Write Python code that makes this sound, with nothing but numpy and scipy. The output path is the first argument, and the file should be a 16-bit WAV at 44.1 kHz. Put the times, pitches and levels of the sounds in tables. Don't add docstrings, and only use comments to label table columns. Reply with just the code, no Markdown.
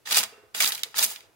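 import sys
import numpy as np
from scipy import signal
from scipy.fft import rfft, irfft
from scipy.io import wavfile
from scipy.ndimage import uniform_filter1d

SR = 44100
rng = np.random.default_rng(int(sys.argv[2]) if len(sys.argv) > 2 else 0)


def dump(signal):
    limited = np.clip(np.atleast_2d(signal).T, -1, 1)
    pcm = np.round(limited * 32767).astype(np.int16)
    wavfile.write(sys.argv[1], SR, pcm)


def invert_db(level):
    return 10 ** (np.asarray(level, dtype=float) / 20)


N = 59535

# (frequency [Hz], level [dB], decay time T60 [s])
HOLLOW_MODES = [(386, -14.5, 0.082), (429.6, -3.5, 0.14), (467.3, 5, 0.059), (509, 0, 0.08),
                (665, -10, 0.18), (988, -17, 0.1)]
BRIGHT_HZ = 6500


def evened(x):
    return x / np.sqrt(np.mean(x ** 2) + 1e-20)


def read(points, hz):
    f, value = np.transpose(points)
    return np.interp(np.log(hz + 1), np.log(f + 1), value)


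def add(mix, s, sound):
    part = mix[max(round(s * SR), 0):][:len(sound)]
    part += sound[:len(part)]


def colour(x, points):
    hz = abs(np.fft.fftfreq(4096, 1 / SR))
    log_gain = np.log(invert_db(read(points, hz)))
    response = np.exp(np.conj(signal.hilbert(log_gain)))
    taps = np.fft.ifft(response).real[:2048]
    taps = taps / np.linalg.norm(taps)
    return signal.fftconvolve(x, taps[None], axes=1)[:, :N]


def ring(modes, length=0.95):
    t = np.arange(0, length, 1 / SR)
    out = 0
    for hz, db, t60 in modes:
        onset = 1 - np.exp(-t * hz)
        out = out + invert_db(db - 60 * t / t60) * np.sin(2 * np.pi * hz * t) * onset
    return out


def paired(left, other):
    # (frequency [Hz], share [0-1])
    direct_same = [(500, 0.99), (1300, 0.6), (2500, 0.3), (6000, 0.29), (16000, 0.9)]
    same = np.clip(read(direct_same, np.linspace(0, SR / 2, len(left))), 0, 1)
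    return np.array([left, same * left + np.sqrt(1 - same ** 2) * other])


def air():
    # (frequency [Hz], density [dB/Hz])
    air_spectrum = [(15, -36.5), (25, -18), (114, 1), (200, -20), (317, -3.5), (1160, -15), (1520, -14.5),
                    (4400, -19.5), (16000, -24.5)]
    level_db, same = -65, 0.36
    a, b = rng.standard_normal((2, N))
    other = same * a + np.sqrt(1 - same ** 2) * b
    return invert_db(level_db) * colour(np.array([a, other]), air_spectrum)


def crackle():
    # (time [s], effort [dB], brightness [dB])
    presses = [
        [(0.046, -78.5, -21.5), (0.058, -37.5, -16.5), (.108, -32.5, -2.5), (.111, -24.5, -7),
         (.128, -21.5, -2), (.136, -28.5, -10)],
        [(.137, -27, -5), (.156, -22.5, -6.5), (.174, -18, 0), (.19, -23.5, -1), (.2, -27, -1.5),
         (0.224, -34, -7.5), (0.234, -28, -11), (0.26, -43.5, -9), (0.31, -76, -9)],
        [(0.542, -51.5, -23), (.548, -26.5, -11.5), (0.56, -36.5, -0.5), (0.597, -33.5, -2), (0.605, -24, 0),
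         (.645, -23, -3), (.65, -34, 4), (.691, -31.5, 3), (.717, -46, -3)],
        [(.718, -40, 8.5), (.73, -34, -1), (.745, -38, -4), (.762, -42.5, -3), (.795, -44.5, -1),
         (0.826, -49.5, -12)],
        [(0.84, -48, -2), (0.848, -44.5, -6), (0.9, -56.5, -8), (0.935, -53, -15)],
        [(0.943, -49.5, -14), (0.959, -32, -9.5), (0.989, -25, 2.5), (1.001, -29, -1.5), (1.024, -26, -3.5),
         (1.037, -23.5, 5.5), (1.056, -34.5, 6), (1.066, -40, 7)],
        [(1.067, -39, 3), (1.077, -39.5, 1), (1.113, -38, 1), (1.165, -49, -3.5), (1.27, -64, -17)],
    ]
    crackles_per_s, size_spread_db, fade_s = 2500, 3, 0.00032
    level_db, hiss_db, spacing_s = 0.5, -4.5, 0.0002
    t, burst_t = np.arange(N) / SR, np.arange(200) / SR
    effort = sum(invert_db(np.interp(t, *np.transpose(p)[:2], left=-120, right=-120)) for p in presses)
    times, _, bright_db = np.concatenate(presses).T
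    bright = invert_db(1 + np.interp(t, times, bright_db))

    size = invert_db(size_spread_db * np.minimum(rng.exponential(1, N), 4))
    size = size * (rng.random(N) < crackles_per_s / SR)
    place = rng.integers(0, 24, N)
    out = np.zeros((2, N))
    for k in range(24):
        fade = np.exp(-burst_t / (fade_s * rng.uniform(1.0, 3.0)))
        burst = rng.standard_normal((2, 200)) * fade
        burst = irfft(paired(*rfft(burst / np.linalg.norm(burst[0]))))
        a, b = signal.oaconvolve((size * (place == k))[None], burst, axes=1)[:, :N]
        lag = round(rng.uniform(0, 1) * spacing_s * SR)
        out += [a, np.roll(b, lag)]

    hiss = irfft(paired(*rfft(rng.standard_normal((2, N + 9)))))
    hiss = np.array([hiss[0, 8:N + 8], hiss[1, :N]])
    both = evened(out) + invert_db(hiss_db) * hiss
    low = signal.filtfilt(*signal.butter(2, BRIGHT_HZ, fs=SR), both)
    return invert_db(level_db) * effort * (low + bright * (both - low))


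def hollow_hum(sheet):
    return signal.fftconvolve(sheet.mean(0), invert_db(-36) * ring(HOLLOW_MODES))[:N]


def echo(x, decay, start, step, count=6):
    # (frequency [Hz], share [0-1])
    echo_same = [(300, 0.3), (700, 0.2), (1500, 0), (16000, 0.2)]
    wander_per_s = 16
    taps = np.zeros((count, 2, SR // 2))
    at = np.arange(start, SR // 2 - step, step)
    shape = (count, 2, len(at))
    np.put_along_axis(taps, at + rng.integers(0, step, shape), rng.choice([-1., 1.], shape), 2)

    hz, t, z = signal.stft(taps, SR, nperseg=128)
    same = np.clip(read(echo_same, hz), 0, 1)[:, None]
    other = same * z[:, 0] + np.sqrt(1 - same ** 2) * z[:, 1]
    z = np.stack([z[:, 0], other], 1)
    fade = invert_db(-60 * t / read(decay, hz)[:, None])
    tails = signal.istft(z * fade, SR, nperseg=128)[1]
    tails = tails / np.linalg.norm(tails[:, :1], axis=2, keepdims=True)

    turn = np.arange(N) / SR * wander_per_s * count - np.arange(count)[:, None]
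    turn = turn % count - 1
    share = np.cos(np.pi / 2 * np.clip(turn, -1, 1))[:, None]
    return signal.fftconvolve(share * x.mean(0), tails, axes=2).sum(0)[:, :N]


def snaps():
    # (time [s], peak [dB], pitch [Hz], pitch share [dB],
    # treble [dB])
    large_snaps = [(.0534, -46, 3800, -1.5, -7.5), (.0578, -47, 3620, -4, -6.5),
                   (.0727, -22, 1970, 1.5, -7.5), (.11, -16, 4000, -0.5, -9), (.1208, -13, 2680, -7, -2.5),
                   (.1264, -8.5, 2740, -5, -2), (.1447, -9.5, 4140, 0.5, 0), (.151, -16.5, 4400, -2.5, -8),
                   (.1578, -9.5, 5030, -9.5, 2), (.1698, -5, 6100, -2.5, 0), (.1722, -6, 1500, -2.5, 1.5),
                   (.1818, -7, 4430, -1.5, -2.5), (.1876, -5.5, 4910, -1.5, 4),
                   (.2064, -10.5, 2300, -12.5, -0.5), (.2307, -11, 1420, -4, 2), (.236, -15, 6560, 1.5, -4),
                   (0.6039, -4, 2170, 0, 5.5), (.6093, -7, 2080, 0.5, 2), (0.6194, -19, 4240, -10.5, -1),
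                    (0.623, -7, 4800, -5, -5), (0.6317, -11.5, 4100, -6, -11), (0.64, -13.5, 4840, 1, -2),
                    (.644, -10.5, 3250, 2.5, 1.5), (0.6555, -14, 5860, 1.5, -10),
                    (0.6606, -15.5, 3760, 7.5, -7.5), (0.6754, -7.5, 5400, -5.5, 1),
                    (0.7053, -22.5, 2110, 4.5, -5), (0.7207, -14, 3860, -1.5, -13.5),
                    (0.725, -20, 4500, -1, 4.5), (0.7488, -13, 6000, -20, 3.5),
                    (0.753, -21.5, 4500, -3, -9), (0.778, -24, 3000, -2, -0.5),
                    (0.7927, -28.5, 3500, 2, -4), (0.8328, -15.5, 3430, -0.5, -6),
                    (0.8339, -12.5, 3750, 5, 6),
                   (.9737, -24, 6500, -11, 5), (0.9809, -10.5, 4780, -9, 2), (.988, -14, 4660, 0, -2),
                   (0.9917, -7, 4760, -4, -7), (1.0268, -5, 4100, -5, 7), (1.0302, -8, 4400, -11, -1),
                   (1.0345, -4, 7580, -11, 0.5), (1.0419, -2.5, 6000, -23, 5), (1.048, -13, 5940, 3, -5),
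                   (1.054, -28, 7050, -8, 11), (1.0624, -20, 5300, -4, -1), (1.1602, -27, 3570, 3, -5),
                   (1.2061, -35.5, 2480, 0, -5)]
    # (time [s], peak [dB], pitch [Hz], pitch share [dB], treble [dB])
    contacts = [
        (.5475, -14.5, 2230, -13, -17),
        (0.9428, -25.5, 1230, 4.5, -32),
    ]
    hold_s, fade_s, rise_s, lag_s = 0.0011, 0.0007, 0.00051, 0.0001
    level_db, sharpness_q, low_share = -11, 2.2, 0.29
    rows = large_snaps + contacts
    out, t = np.zeros((2, N)), np.arange(512) / SR
    noise = rng.standard_normal((len(rows), 2, 512))
    shape = np.exp(-np.maximum(t - hold_s, 0) / fade_s) * np.minimum(t / rise_s, 1)
    upper = 1 / (1 + (BRIGHT_HZ / (np.fft.rfftfreq(512, 1 / SR) + 1)) ** 4)
    for (s, db, hz, pitch_db, treble_db), n in zip(rows, noise):
        z = paired(*rfft(shape * n))
        smooth = np.sqrt(uniform_filter1d(abs(z) ** 2, size=5))
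        even = irfft(z / smooth * invert_db(treble_db * upper))
        even = signal.lfilter(*signal.butter(2, low_share * hz, 'high', fs=SR), even)
        tone = signal.lfilter(*signal.iirpeak(hz, sharpness_q, SR), even)
        burst = even / np.linalg.norm(even[0]) + invert_db(pitch_db) * tone / np.linalg.norm(tone[0])
        burst = 7 * invert_db(db + level_db) * burst
        add(out[0], s, burst[0])
        add(out[1], s + lag_s, burst[1])
    return out


def palm_thumps(out):
    # (time [s], peak [dB], pitch [Hz])
    thumps = [
        (0.104, -36, 202),
        (0.191, -37, 218),
        (0.238, -41, 218),
        (.53, -47, 190),
        (0.622, -33.5, 145),
        (0.658, -41, 203),
        (0.698, -71, 160),
        (1.005, -65, 199),
        (1.043, -34.5, 218),
    ]
    t60_s, rise_s, lag_s = 0.089, 0.034, 0.00077
    for s, db, hz in thumps:
        for ear, upper_db, lag in zip(out, (-2, -7), (0, lag_s)):
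            thud = ring([(hz, 0, t60_s), (1.8 * hz, upper_db, t60_s)])
            rise = np.minimum(np.arange(len(thud)) / SR / rise_s, 1)
            add(ear, s + lag, invert_db(db) * thud * rise)


def wall_touches(out):
    # (time [s], peak [dB])
    touches = [(0.32, -39), (0.372, -41), (0.427, -43.5), (0.469, -65), (0.757, -55), (0.797, -43.5),
               (0.849, -38.5), (0.886, -44.5), (1.108, -62.5), (1.174, -51), (1.225, -46), (1.275, -47.5)]
    touch_s, hollow_db, scuff_db, scuff_hz = 0.0071, -13, -3, 2460
    t = np.arange(SR // 10) / SR
    rubs = rng.standard_normal((len(touches), 2, len(t))) * t / touch_s * np.exp(-t / touch_s)
    dull = signal.butter(2, scuff_hz, fs=SR)
    for (s, db), (a, b) in zip(touches, rubs):
        for ear, rub in zip(out, (a, a + 0.23 * b)):
            hollow = signal.fftconvolve(rub / np.linalg.norm(a), ring(HOLLOW_MODES))
            add(ear, s, invert_db(db + hollow_db) * hollow)
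            add(ear, s, invert_db(db + scuff_db) * signal.lfilter(*dull, rub))


def knuckle_ring(out):
    # (frequency [Hz], level [dB], decay time T60 [s])
    wall_modes = [(1308, -6, .4), (1507, -6, .7), (1728, -10, .6), (1873, -10, .4), (2148, -11, .55),
                  (2740, 0, .43), (2752, -9, .3), (3526, -16, .4)]
    for ear in out:
        add(ear, 0.33, invert_db(-57) * ring(wall_modes))


def pot():
    out = np.zeros((2, N))
    palm_thumps(out)
    wall_touches(out)
    knuckle_ring(out)
    return out


def scene():
    # (frequency [Hz], density [dB/Hz])
    sheet_spectrum = [(59, -62.5), (100, -24), (234, -17), (389, -25.5), (640, -9), (1480, -4),
                      (3100, -1.5), (4870, -0.5), (16000, -3)]
    # (frequency [Hz], decay time T60 [s])
    pot_t60 = [(300, 0.038), (2000, 0.061), (5500, 0.028), (15000, 0.028)]
    room_t60 = [(300, 0.99), (1000, 1), (3000, 0.49), (8000, 0.37), (15000, 0.31)]
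    pot_db, snap_echo_db, room_db, left_db = 0, -2.5, -19, -1.93
    small = colour(crackle(), sheet_spectrum)
    large = colour(snaps(), sheet_spectrum)
    sheet = small + large
    hum = hollow_hum(sheet)
    inside = invert_db(pot_db) * echo(small + invert_db(snap_echo_db) * large, pot_t60, start=30, step=12)
    no_rumble = signal.butter(4, 94, 'high', fs=SR)
    near = signal.lfilter(*no_rumble, sheet + inside + hum + pot())
    room = invert_db(room_db) * echo(near, room_t60, start=500, step=20)
    balance = invert_db([[left_db / 2], [-left_db / 2]])
    return (near + room) * balance + air()


def low_pass(x):
    return signal.sosfilt(signal.butter(12, 16970, fs=SR, output="sos"), x)


def record(dry):
    ceiling = 2
    edge = signal.firwin(255, 15900, window=("kaiser", 5), fs=SR)
    overloaded = ceiling * np.tanh(dry / ceiling)
    mix = signal.oaconvolve(overloaded, edge[None], "same")
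    return low_pass(mix)


dry = scene()
out = record(dry)
dump(out)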